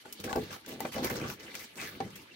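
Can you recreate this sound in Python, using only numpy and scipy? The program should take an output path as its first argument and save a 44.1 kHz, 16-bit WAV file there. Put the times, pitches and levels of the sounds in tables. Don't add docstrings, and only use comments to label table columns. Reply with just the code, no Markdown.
import sys
import numpy as np
from scipy import signal
from scipy.fft import rfft, irfft, next_fast_len
from scipy.io import wavfile

SR = 44100
rng = np.random.default_rng(int(sys.argv[2]) if len(sys.argv) > 2 else 0)


def to_wav(s):
    ch = np.atleast_2d(s).T
    pcm = np.round(np.clip(ch, -1, 1) * 32767)
    wavfile.write(sys.argv[1], SR, pcm.astype(np.int16))


def invert_db(x):
    u = np.asarray(x, float) / 20
    return 10 ** u


N = 103635


def at_hz(points, hz):
    point_hz, value = np.transpose(points)
    return np.interp(np.log(hz), np.log(point_hz), value)


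def rms_one(x):
    return x / np.sqrt(np.mean(x ** 2) + 1e-20)


def drift(rate_hz):
    r = np.exp(-80 * np.pi * rate_hz / SR)
    noise = rng.standard_normal(N // 40 + 2002)
    slow = signal.lfilter([1], [1, -2 * r, r * r], noise)[2000:]
    return np.interp(np.arange(N) / 40, np.arange(len(slow)), rms_one(slow))


def ring(clicks, hz, t60_s):
    r = invert_db(-60 / (t60_s * SR))
    w = 2 * np.pi * hz / SR
    return signal.lfilter([0, np.sin(w)], [1, -2 * r * np.cos(w), r * r], clicks + 1e-18)


def grains(per_s, spread_db):
    sizes = invert_db(spread_db * np.minimum(rng.exponential(1, N), 4)) * rng.choice([-1, 1], N)
    return sizes * (rng.random(N) < per_s / SR)


def gritty(per_s, grain_db):
    sources = []
    for _ in range(2):
        hiss = rng.standard_normal((2, N))
        clicks = invert_db(grain_db) * rms_one(grains(per_s, spread_db=4.5))
        sources.append(hiss + clicks * rng.choice([-1, 1], (2, N)))
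    return sources


def coloured(sources, spectrum, tilt, patchy_db):
    out = 0
    edges = 25 * 2 ** np.arange(0, 9.6, .5)
    for k, (low, high) in enumerate(zip(edges, edges[1:])):
        hz = np.sqrt(low * high)
        if hz > spectrum[0][0] * .7:
            bandpass = signal.butter(2, [low, high], "band", fs=SR, output="sos")
            band = signal.sosfilt(bandpass, sources[k % 2])
            level_db = at_hz(spectrum, hz) + tilt * np.log2(hz / 4000) + patchy_db * drift(14.7)
            out = out + band * invert_db(level_db)
    return out


def stroke(start_s, length_s, attack_s=0.0068):
    release_s = 0.026
    t = np.arange(N) / SR - start_s
    return np.clip(t / attack_s, 0, 1) * np.exp(-np.maximum(t - length_s, 0) / release_s)


# pitch_hz, level_db [dB], t60_s [s]
BARREL_MODES = [(101.4, -17, 0.63), (144.9, -7, 0.17), (195, -10, 0.21), (250, -6, 0.17),
                (288.7, -14.5, .15), (350, -0.5, 0.077), (431, -11, 0.19), (493.5, 1, 0.085),
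                (633, -0.5, 0.048), (787, 2, 0.043), (953, 1.5, 0.021), (1070, 2, 0.013), (1540, -9, 0.054),
                (2490, -20, 0.037)]
# start_s [s], peak_db [dB], pitch_hz (favoured) [Hz], rattle_s [s]
BUMPS = [(0.053, -34.5, 960, 0.0085), (0.192, -33, 205, 0.0088), (0.279, -27.5, 1190, 0.0091),
         (0.294, -29, 1300, 0.0046), (0.313, -26, 1200, 0.0043), (.329, -19.5, 860, 0.0069),
         (0.356, -16, 380, 0.011), (0.368, -19.5, 350, 0.019), (0.51, -56.5, 1500, 0.017),
         (0.723, -31, 304, 0.01), (0.806, -30, 830, 0.011), (.848, -23, 560, 0.0075),
         (0.85, -29, 1910, 0.016), (0.97, -30, 660, 0.027), (1.044, -25.5, 1940, 0.012),
         (1.103, -16.5, 1660, 0.0051), (1.213, -29, 350, 0.018), (1.242, -33, 1520, 0.017),
         (1.293, -30, 1510, 0.0056), (1.54, -40, 2120, 0.0084), (2.003, -20.5, 430, 0.009)]


def knocks():
    out = 0
    luck = rng.standard_normal((len(BARREL_MODES), len(BUMPS)))
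    for (mode_hz, mode_db, t60_s), lucks in zip(BARREL_MODES, luck):
        hits = np.zeros(N)
        rattle = grains(700, spread_db=2.64) / 2
        for (start_s, peak_db, pitch_hz, rattle_s), chance in zip(BUMPS, lucks):
            i, n = int(start_s * SR), max(int(rattle_s * SR), 2)
            push = rattle[i:i + n] * np.linspace(1, .3, n)
            push[0] = 0.24
            detuning_db = 3.5 * np.log2(mode_hz / pitch_hz) ** 2
            hits[i:i + n] += push * invert_db(peak_db + mode_db + 1.33 * chance - detuning_db)
        out = out + ring(hits, mode_hz, t60_s)
    return invert_db(-10) * out


# start_s [s], length_s [s], level_db [dB], pitch_hz (favoured) [Hz]
SHOVES = [(0.037, 0.061, -56.5, 350), (0.179, 0.091, -48, 138), (0.228, 0.064, -38, 350),
          (0.357, 0.082, -38, 192), (0.49, 0.042, -45.5, 270), (0.659, 0.17, -43.5, 320),
          (0.804, 0.12, -48, 304), (0.94, 0.12, -35, 394), (1.079, 0.14, -35.5, 253),
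          (1.237, 0.065, -39, 195), (1.372, 0.254, -53.5, 305), (1.754, 0.22, -47.5, 250),
          (1.773, 0.048, -34.5, 2850), (2.007, 0.061, -38, 190), (2.108, 0.11, -53, 171)]


def drags():
    out = 0
    strokes = np.array([stroke(start_s, length_s, attack_s=0.016) for start_s, length_s, _, _ in SHOVES])
    _, _, level_db, pitch_hz = np.transpose(SHOVES)
    slips_per_s = 300 * invert_db(3.5 * drift(25))
    for mode_hz, mode_db, t60_s in BARREL_MODES:
        detuning_db = 4.9 * np.log2(mode_hz / pitch_hz) ** 2
        force = invert_db(level_db + mode_db - detuning_db) @ strokes
        slips = grains(slips_per_s, spread_db=3) * force
        out = out + ring(slips, mode_hz, t60_s * 0.42)
    soft_contact = signal.butter(1, 8100, fs=SR)
    return invert_db(-5.5) * signal.lfilter(*soft_contact, out)


# start_s [s], peak_db [dB], pitch_hz [Hz], t60_s [s]
TONGUE_TICKS = [(0.0554, -37, 1474, 0.035), (0.2417, -35, 2730, 0.027), (0.277, -29, 1550, .03),
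                (.2952, -28, 1670, 0.031), (0.308, -24, 1124, 0.034), (.3296, -23, 1484, 0.044),
                (.33, -36.5, 4100, .025), (0.3594, -30, 5360, 0.009), (0.5064, -33.5, 1617, .03),
                (.508, -39.5, 2680, 0.026), (0.649, -39, 1560, 0.025), (.6789, -46, 2170, 0.041),
                (.8046, -18.5, 900, 0.029), (0.807, -36.5, 2000, 0.06), (.849, -24, 598, 0.056),
                (.851, -36, 2413, 0.066), (.9433, -37, 2170, 0.044), (.965, -20, 676, 0.041),
                (.982, -25, 691, 0.063), (1.0445, -28, 2280, 0.017), (1.055, -24, 1057, .05),
                (1.101, -25, 1700, 0.02), (1.103, -33.5, 2140, .04), (1.1586, -30.5, 1490, .02),
                (1.2139, -31, 2490, 0.019), (1.2386, -31.5, 1497, 0.057), (1.301, -27, 1500, 0.02),
                (1.467, -37, 3010, .02), (1.5165, -38, 2330, 0.015), (1.544, -34.5, 2090, 0.014),
                (1.5527, -33, 2420, .02), (.361, -30, 1576, 0.08), (1.6212, -40, 2120, 0.018),
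                (1.7898, -43, 2160, 0.017), (1.8163, -30, 2600, .008), (1.951, -40.5, 2300, 0.019),
                (2.004, -35.5, 4460, 0.011), (2.0025, -26, 761, 0.061)]


def ticks():
    out = np.zeros(N + SR // 4)
    for start_s, peak_db, pitch_hz, t60_s in TONGUE_TICKS:
        i = int(start_s * SR)
        push = np.zeros(SR // 8)
        push[[0, int(2.3 * SR / pitch_hz)]] = 1, .6
        out[i:i + len(push)] += invert_db(peak_db - 5.5) * ring(push, pitch_hz, max(t60_s, .004))
    return out[:N]


# start_s [s], length_s [s], level_db [dB], pitch_hz [Hz], t60_s [s]
RIM_RASPS = [
    (1.776, .055, -47, 2170, .009),
    (1.83, .04, -51, 1800, .005),
    (1.59, .03, -57, 2050, .01),
]


def rasp():
    out = 0
    for start_s, length_s, level_db, pitch_hz, t60_s in RIM_RASPS:
        lower = ring(grains(800, spread_db=3.3), pitch_hz, t60_s)
        upper = ring(grains(800, spread_db=3.1), pitch_hz * 1.1, t60_s)
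        out = out + invert_db(level_db) * stroke(start_s, length_s) * rms_one(lower + upper)
    return out


# pitch_hz [Hz], level_db [dB per Hz]
LITTER_SPECTRUM = [(700, -11), (1300, -7.5), (2300, -6.5), (3500, -10.5), (7000, -11.5), (9200, -24),
                   (12000, -16), (16000, -17)]
# start_s [s], length_s [s], level_db [dB], brightness [dB per octave]
SCUFF_STROKES = [(0.05, 0.16, -59.5, -1.5), (0.231, 0.039, -49.5, -2), (0.289, 0.11, -49, 2.2),
                 (0.412, 0.11, -51, -1.5), (0.502, 0.056, -50, -1.1), (0.675, 0.051, -44, 0),
                 (0.791, 0.084, -49, -0.5), (0.915, 0.1, -43.5, -0.3), (1.028, 0.044, -40, -0.5),
                 (1.095, 0.043, -44, 0.1), (1.152, 0.17, -46, -1.9), (1.278, 0.011, -56.5, 11),
                 (1.392, 0.15, -53, -1), (1.542, 0.1, -50.5, 0.4), (1.765, 0.097, -43, 1),
                 (1.882, 0.086, -55, -1), (2.015, 0.066, -56, -1.5), (2.165, 0.058, -57.5, 1.5)]


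def scuff():
    levels = np.array([invert_db(db) * stroke(start_s, length_s) for start_s, length_s, db, _ in SCUFF_STROKES])
    force = levels.sum(axis=0)
    tilt = np.array(SCUFF_STROKES)[:, -1] @ levels / (force + 1e-9)
    raw = gritty(1200 * invert_db(3.6 * drift(25)), grain_db=0)
    litter = rms_one(coloured(raw, LITTER_SPECTRUM, tilt, patchy_db=3.5))
    return force * invert_db(1.1 * drift(67)) * litter


# start_s [s], peak_db [dB], brightness [dB per octave], t60_s (crackle) [s]
FRACTURES = [(0.125, -31, 6.5, 0.043), (.2, -33.5, 2.5, 0.064), (0.2393, -27, 1, 0.11),
             (0.3287, -19, -2.5, 0.0059), (0.3599, -28, 4.5, 0.018), (0.662, -34, 2, 0.027),
             (0.805, -29, 3, 0.025), (0.8515, -29.5, -6, 0.044), (.94, -45, 9.5, .04),
             (1.045, -27.5, 8, 0.056), (1.099, -32.5, 7, 0.048), (1.16, -37, 5, .025),
             (1.215, -32, 4, 0.0083), (1.3, -25, -0.5, 0.011), (1.338, -44, 6, .02),
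             (1.545, -33, -1, 0.016), (1.5526, -26.5, 0.5, 0.029), (1.594, -35.5, 4, 0.12),
             (1.756, -39.5, 2.5, 0.057), (1.8143, -25, -1, .006), (1.873, -35.5, -1, .025),
             (2.003, -32.5, -5.5, 0.066), (2.104, -40, 0.5, 0.04), (2.156, -34.5, 2, 0.094)]


def snaps():
    drive, tilt = np.zeros(N), np.zeros(N)
    t = np.arange(N) / SR
    for start_s, peak_db, brightness, t60_s in FRACTURES:
        after = np.maximum(t - start_s, 0)
        crackle = invert_db(-60 * after / max(t60_s, .005))
        crack = invert_db(-60 * after / 0.0038)
        drive += (t >= start_s) * invert_db(peak_db) * (crackle + crack)
        tilt[t >= start_s - .002] = brightness
    raw = [drive * x for x in gritty(2400, grain_db=5.5)]
    return invert_db(-2) * coloured(raw, LITTER_SPECTRUM, tilt, patchy_db=0)


# start_s [s], length_s [s], start_hz [Hz], end_hz [Hz], level_db [dB]
FAR_CHIRPS = [(.012, .02, 3050, 3000, -56), (.066, .022, 4400, 4380, -59), (.092, .012, 4700, 4500, -58),
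              (.1, .018, 3080, 3000, -55), (.12, .02, 3050, 3020, -54), (.168, .022, 4650, 4480, -57),
              (.184, .02, 3050, 3050, -56), (.213, .018, 3020, 3060, -56), (.345, .035, 2750, 2600, -51),
              (.42, .055, 2850, 2700, -55), (.538, .035, 3000, 3200, -55), (.885, .028, 3250, 3000, -54),
              (.9, .022, 4550, 4400, -55), (.92, .022, 4600, 4650, -51), (.935, .04, 3050, 2950, -47),
              (.972, .022, 4450, 4400, -49), (1.165, .025, 4200, 4100, -49), (1.4, .022, 2900, 3000, -52),
              (1.455, .025, 3100, 3050, -58), (1.975, .03, 3000, 2950, -59), (2.02, .078, 2950, 3150, -58),
              (2.13, .035, 2900, 3500, -55), (2.158, .06, 2600, 2800, -55), (2.305, .03, 2950, 2650, -54)]


def birds():
    out, wobble = np.zeros(N), drift(103)
    for start_s, length_s, start_hz, end_hz, level_db in FAR_CHIRPS:
        i, n = int(start_s * SR), int(length_s * SR)
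        hz = np.linspace(start_hz, end_hz, n) * (1 + .011 * wobble[i:i + n])
        flutter_db = 2.5 * wobble[::-1][i:i + n]
        swell = np.sin(np.pi * np.arange(n) / n) ** .5
        out[i:i + n] += invert_db(level_db + flutter_db) * swell * np.sin(2 * np.pi * np.cumsum(hz) / SR)
    return out


# pitch_hz [Hz], level_db [dB per Hz]
AIR_SPECTRUM = [(15, -48), (25, -15), (102, -3.5), (354, 5), (695, -6.5), (4000, -1.5), (9070, -21.5),
                (14000, -4), (16000, -47)]


def pasture_air():
    noise = rng.standard_normal((2, 2, N))
    return invert_db(-55.5) * rms_one(coloured(noise, AIR_SPECTRUM, 0, patchy_db=3.5))


# pitch_hz [Hz], share [0 to 1]
COHERENCE = [(60, 0.77), (300, 0.94), (700, 0.48), (2000, 0.48), (12000, 0.53)]


def spaced(shared, unshared):
    size = next_fast_len(N + SR // 2)
    hz = np.maximum(np.fft.rfftfreq(size, 1 / SR), 1)
    t = np.arange(SR // 4) / SR
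    alike = np.clip(at_hz(COHERENCE, hz), 0, 1)
    unlike = np.sqrt(1 - alike)
    echo_t60_s, right_lag_s = 0.096, 0.0005916
    echo = rng.standard_normal((2, len(t))) * invert_db(-60 * t / echo_t60_s) * (t > .003)
    scatter = invert_db(-5) * unlike * rfft(rms_one(echo) / np.sqrt(len(t)), size)
    delay_s = right_lag_s * np.array([[0], [1]])
    lag = np.exp(-2j * np.pi * np.maximum(hz - 588, 0) * delay_s)
    left_db = 2 * np.tanh(np.log2(hz / 4000)) * (hz > 700)
    lag = lag * invert_db(left_db * np.array([[.5], [-.5]]))
    path = np.sqrt(alike) * lag + scatter
    opposed = rfft(unshared, size) * lag * unlike * [[1], [-1]]
    return irfft(rfft(shared, size) * path + opposed, size)[:, :N]


def scene():
    shared, unshared = scuff() + snaps() + pasture_air()
    trough = knocks() + drags() + ticks() + rasp()
    rim = signal.sosfilt(signal.butter(2, 900, "high", fs=SR, output="sos"), trough)
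    return spaced(trough + shared, unshared) + invert_db(-4) * rim + birds() * invert_db([[-4], [-2]])


def roll_off(x):
    return signal.sosfilt(signal.butter(12, 16820, fs=SR, output="sos"), x)


def record(dry):
    treble_cut = signal.cheby2(16, 30, 16000, fs=SR, output="sos")
    bass_cut = signal.butter(3, 55, "high", fs=SR, output="sos")
    mix = signal.sosfilt(bass_cut, signal.sosfilt(treble_cut, dry))
    return roll_off(mix)


dry = scene()
out = record(dry)
to_wav(out)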